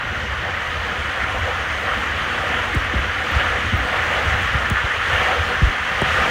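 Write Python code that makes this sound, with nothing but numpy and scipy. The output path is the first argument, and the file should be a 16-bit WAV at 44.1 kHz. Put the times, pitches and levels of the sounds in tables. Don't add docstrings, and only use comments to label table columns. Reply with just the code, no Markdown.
import sys
import numpy as np
from scipy import signal
from scipy.fft import rfft, irfft, next_fast_len
from scipy.io import wavfile
from scipy.ndimage import uniform_filter1d, map_coordinates

SR = 44100
rng = np.random.default_rng(int(sys.argv[2]) if len(sys.argv) > 2 else 0)


def int16_out(signal):
    q = np.round(np.clip(np.atleast_2d(signal).T, -1, 1) * 32767)
    wavfile.write(sys.argv[1], SR, q.astype(np.int16))


N = 277830

# (frequency [Hz], width [Hz], gain re plain noise [dB])
LOW_AIR_MODES = [(237.4, 6.6, -7), (494.7, 20.5, 3), (763, 28, 5)]
# (frequency [Hz], relative density [dB])
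DRAG_SPECTRUM = [(60, -14), (140, 0), (190, 0), (260, -3), (340, -4.5), (430, -5), (600, -31), (1200, -46)]


def amp(db):
    return 10 ** (np.asarray(db) / 20)


def unit(x):
    return x / np.sqrt(np.mean(x ** 2) + 1e-20)


def since(time_s):
    return np.maximum(np.arange(N) / SR - time_s, 0)


def swell(peak_s, rise_s, fall_s):
    t = np.arange(N) / SR - peak_s
    return np.exp(-(t / np.where(t < 0, rise_s, fall_s)) ** 2)


def wobble(rate_hz):
    return map_coordinates(rng.standard_normal(1024), [np.arange(N) * rate_hz / SR], mode="wrap")


def along(points, hz):
    point_hz, db = np.transpose(points)
    return amp(np.interp(np.log(hz + 1), np.log(point_hz), db))


def band(hz, centre_hz, half_width_oct):
    return np.exp(-(np.log2((hz + 1) / centre_hz) / half_width_oct) ** 2)


def filtered(x, response):
    size = next_fast_len(N + SR // 2)
    return irfft(rfft(x, size) * response(np.fft.rfftfreq(size, 1 / SR)), size)[:N]


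def coloured(x, points):
    return unit(filtered(x, lambda hz: along(points, hz)))


def resonant(x, modes):
    return filtered(x, lambda hz: 1 + sum(
        amp(db) * 1j * hz * width_hz / (mode_hz ** 2 - hz ** 2 + 1j * hz * width_hz)
        for mode_hz, width_hz, db in modes))


def shelf(x, edge_hz, db):
    return x + (amp(db) - 1) * filtered(x, lambda hz: hz ** 6 / (hz ** 6 + edge_hz ** 6))


def turbulence(patchy_db):
    spectra = signal.stft(rng.standard_normal(N), nperseg=512)[2]
    patches = uniform_filter1d(rng.standard_normal(spectra.shape), size=8, axis=0)
    patches = unit(uniform_filter1d(patches, size=12, axis=1))
    return unit(signal.istft(spectra * amp(patchy_db * patches), nperseg=512)[1][:N])


def bubbles(count, centre_hz, log_spread, decay_cycles, size_db, rise):
    start = rng.integers(0, N, (count, 1))
    hz = np.clip(centre_hz * np.exp(log_spread * rng.standard_normal((count, 1))), 300, SR / 3)
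    size = amp(size_db * np.minimum(rng.exponential(size=(count, 1)), 4))
    samples = np.arange(int(3 * decay_cycles * SR / centre_hz))
    cycles = hz * samples / SR
    age = cycles / decay_cycles
    glide = 1 + rise * np.minimum(age, 2) / 2
    rings = size * np.sin(2 * np.pi * cycles * glide) * np.exp(-2 * age)
    return unit(np.bincount((start + samples).ravel(), rings.ravel(), N)[:N])


def run_up(growth_db, settle_s=1.63):
    return -growth_db * np.exp(-since(0) / settle_s)


def bends():
    # (apex [s], way in [s], way out [s], spray lift [dB], roar lift [dB])
    turns = [(.92, .25, .2, 0.5, 3), (1.48, 0.17, 0.12, 0.5, 5), (1.99, 0.28, .07, .5, 4.5),
             (2.48, 0.35, 0.28, 1, 4), (3.35, .1, 0.22, 3.5, 4.5), (4.21, 0.31, 0.34, 3.5, 6.5),
             (5.2, 0.16, 0.35, 4.5, 8), (6.23, 0.27, 0.21, 6, 6.3)]
    return sum(np.outer(lifts_db, swell(apex_s, in_s, out_s)) for apex_s, in_s, out_s, *lifts_db in turns)


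def leans():
    # (time [s], half length [s], rumble change [dB], drag change [dB])
    shifts = [(0.267, 0.25, 6, 1), (0.78, 0.032, 6.5, -3), (0.915, .05, -3, 6), (1.42, .2, 3.5, -3),
              (2.405, 0.027, 7, 1), (2.85, 0.22, 3.5, -6), (3.37, 0.028, 12.5, -12), (3.494, .07, 6, -5),
              (3.813, .12, 5, 2.5), (4.344, 0.095, 9.5, 3), (4.596, 0.13, 5.5, 2), (5.158, 0.063, 6.5, -2),
              (5.41, 0.018, 9, 0), (5.82, 0.12, -5, 0.5), (6.138, 0.11, 0.5, 4)]
    return sum(np.outer(db, swell(time_s, half_s, half_s)) for time_s, half_s, *db in shifts)


def drone(level_db=-41):
    # (frequency [Hz], relative density [dB])
    spectrum = [(150, -23), (215, 7.5), (240, 1.5), (295, 8), (350, 0), (420, -8), (600, -39)]
    hum = coloured(resonant(rng.standard_normal(N), LOW_AIR_MODES), spectrum)
    return amp(level_db) * swell(peak_s=2.92, rise_s=1.4, fall_s=1.4) * hum


def body_drag(lean_db, base_db=-38):
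    drag = coloured(resonant(turbulence(patchy_db=2.5), LOW_AIR_MODES), DRAG_SPECTRUM)
    return amp(base_db + run_up(growth_db=2.5) + lean_db) * drag


def wall_rumble(bend_db, lean_db, base_db=-33):
    # (frequency [Hz], relative density [dB])
    spectrum = [(15, -48), (28, -20), (40, -8.5), (54, -4.5), (66, 1.5), (88, 0.5), (110, -7.5), (145, -17),
                (220, -29.5), (500, -72)]
    buffets = unit(coloured(rng.standard_normal(N), spectrum) * amp(2.1 * wobble(28)))
    return amp(base_db + run_up(growth_db=1.5) + 0.57 * bend_db + lean_db) * buffets


def hollow_roar(bend_db, base_db=-34):
    # (frequency [Hz], relative density [dB])
    spectrum = [(150, -25.5), (330, -11), (440, -4), (560, 3), (680, -0.5), (850, -3), (1100, -1),
                (1800, -40)]
    roar = coloured(resonant(turbulence(patchy_db=2.0), LOW_AIR_MODES), spectrum)
    return amp(base_db + run_up(growth_db=0.8) + bend_db + 1.1 * wobble(16)) * roar


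def sharp_ticks(spatter_db=-14):
    # (time [s], level before filtering [dB], spatter T60 [s], centre [Hz], half width [oct])
    hits = [(2.748, -22.5, .035, 8000, 3), (2.845, -27, .05, 10500, .3), (3.312, -25, .07, 14000, .22),
            (3.592, -27, .012, 6300, .4), (3.772, -21, .04, 14500, .2), (4.039, -24, .008, 13500, .9),
            (4.426, -23, .005, 9000, 1.5), (4.701, -9, .003, 9500, 1.6), (5.095, -26, .005, 9000, 1.5),
            (6.0182, -17, .005, 7000, 1)]
    # (frequency [Hz], relative gain [dB])
    colour = [(1500, -40), (4500, -16), (6500, 0), (9000, 1.5), (12000, -13), (15000, -4)]
    ticks = np.zeros(N)
    for time_s, db, t60_s, centre_hz, half_width_oct in hits:
        t = since(time_s)
        drop = (t > 0) * amp(spatter_db - 60 * t / t60_s) * rng.standard_normal(N)
        drop[round(time_s * SR)] += 1
        ticks += amp(db) * filtered(drop, lambda hz: band(hz, centre_hz, half_width_oct))
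    return filtered(ticks, lambda hz: along(colour, hz) / along(colour, hz).mean())


def bumps(low_hz=52, rolloff_order=3.65, judder_t60_s=0.14):
    # (time [s], peak [dB], lag at 100 Hz [s], upper edge [Hz], judder re peak [dB])
    jolts = [(2.722, -20, 0.052, 200, -12), (2.736, -14.5, 0.035, 70, -9), (2.915, -20, 0.044, 240, -10),
             (2.944, -16, .02, 65, -13), (2.978, -15, 0.013, 60, -13), (3.708, -11, 0.035, 125, -14),
             (4.522, -16.5, 0.037, 120, -22), (4.692, -12.5, 0.032, 150, -16),
             (4.821, -16.5, 0.025, 80, -27), (5.595, -5.5, .037, 75.4, -16), (5.652, -10.5, 0.022, 55, -22),
             (6.016, -10.5, 0.01, 850, -17)]
    out = np.zeros(N)
    hz = np.fft.rfftfreq(SR // 4, 1 / SR)
    judder = coloured(rng.standard_normal(N), DRAG_SPECTRUM)
    for time_s, peak_db, lag_s, edge_hz, judder_db in jolts:
        passband = hz ** 4 / (hz ** 4 + low_hz ** 4) / (1 + (hz / edge_hz) ** rolloff_order)
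        dispersion = np.exp(-4j * np.pi * lag_s * np.sqrt(100 * hz))
        wall_ripple = amp(4.2 * map_coordinates(rng.standard_normal(64), [hz / 45], mode="wrap"))
        thud = irfft(passband * wall_ripple * dispersion)
        slot = out[round(time_s * SR):][:len(thud)]
        slot += amp(peak_db) * thud[:len(slot)] / np.abs(signal.hilbert(thud)).max()
        t = since(time_s + lag_s / 2)
        attack = np.minimum(2 * t / lag_s, 1)
        out += amp(peak_db + judder_db - 60 * t / judder_t60_s) * attack * judder
    return out


def spray(bend_db, base_db=-42.5):
    # (frequency [Hz], relative density [dB])
    spectrum = [(1500, -19.5), (3800, 3.5), (5200, -2.5), (6300, -0.5), (7900, -9.5), (9500, -11.5),
                (10700, -18.5), (12100, -35), (13400, -20), (14900, -19), (15700, -21)]
    level_db = base_db + run_up(growth_db=2.5) + bend_db + 0.5 * wobble(30)
    fizz = bubbles(count=4000, centre_hz=7000, log_spread=0.56, decay_cycles=3, size_db=4.5, rise=0.085)
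    mist = coloured(turbulence(patchy_db=1.06) + amp(-12.5) * fizz, spectrum)
    finest_db = 0.76 * wobble(14) - 4.2 * np.exp(-(since(0) / 0.7) ** 2)
    finest_db -= 0.25 * (bend_db - bend_db.mean())
    return shelf(amp(level_db) * mist, edge_hz=7100, db=finest_db)


def surging(rush, half_width_oct=0.53):
    # (time [s], lift [dB], half length [s], centre [Hz])
    surges = [(0.103, 1.5, .09, 1700), (1.225, 5, .028, 1900), (1.437, 2.5, 0.023, 1450),
              (1.89, 3.5, .055, 1400), (2.13, 1.5, 0.056, 1700), (2.548, 2.2, .06, 2600),
              (3.412, 6, 0.013, 2600), (3.498, 1.5, 0.072, 1400), (4.03, 1.8, .07, 1700),
              (4.652, 3.5, .012, 2000), (4.772, 6.5, 0.024, 1480), (5.015, 3, .014, 1790),
              (5.198, 2.5, .07, 2600), (6.137, 1.5, 0.09, 1350)]
    out = rush.copy()
    for time_s, lift_db, half_s, centre_hz in surges:
        gain = amp(lift_db * swell(time_s, half_s, half_s))
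        out += (gain - 1) * filtered(rush, lambda hz: band(hz, centre_hz, half_width_oct))
    return out


def water_rush(bend_db, base_db=-22.5):
    # (frequency [Hz], relative density [dB])
    spectrum = [(250, -28), (700, -10.5), (950, -9.5), (1200, -3.5), (1450, -1.73), (1880, -0.03),
                (2150, -3.5), (2520, -6.5), (3000, -5), (3400, -10), (3900, -19.5), (5000, -30),
                (8000, -47)]
    # (frequency [Hz], width [Hz], gain re plain foam [dB])
    high_air_modes = [(1230, 70, -8.5), (1402, 49, -9), (1770, 50, -11)]
    level_db = base_db + run_up(growth_db=4) + 0.62 * bend_db + 0.29 * wobble(16)
    fizz = bubbles(count=5000, centre_hz=1889, log_spread=0.437, decay_cycles=7.5, size_db=-1, rise=0.07)
    gurgle = bubbles(count=1200, centre_hz=1703, log_spread=0.4, decay_cycles=44.8,
                     size_db=1.1, rise=0.0427)
    foam = turbulence(patchy_db=0.72) + amp(-13) * fizz + amp(-14.5) * gurgle
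    rush = amp(level_db) * surging(coloured(resonant(foam, high_air_modes), spectrum))
    return shelf(rush, edge_hz=5500, db=0.6 * (bend_db - bend_db.mean()))


def scene():
    bend_db, bend_roar_db = bends()
    lean_rumble_db, lean_drag_db = leans()
    tube = drone() + body_drag(lean_drag_db) + wall_rumble(bend_db, lean_rumble_db)
    tube += hollow_roar(bend_roar_db)
    return (tube + sharp_ticks() + bumps() + spray(bend_db) + water_rush(bend_db))[None]


def record(dry, top_hz=15720):
    return filtered(dry[0], lambda hz: hz < top_hz)[None]


dry = scene()
out = record(dry)
int16_out(out)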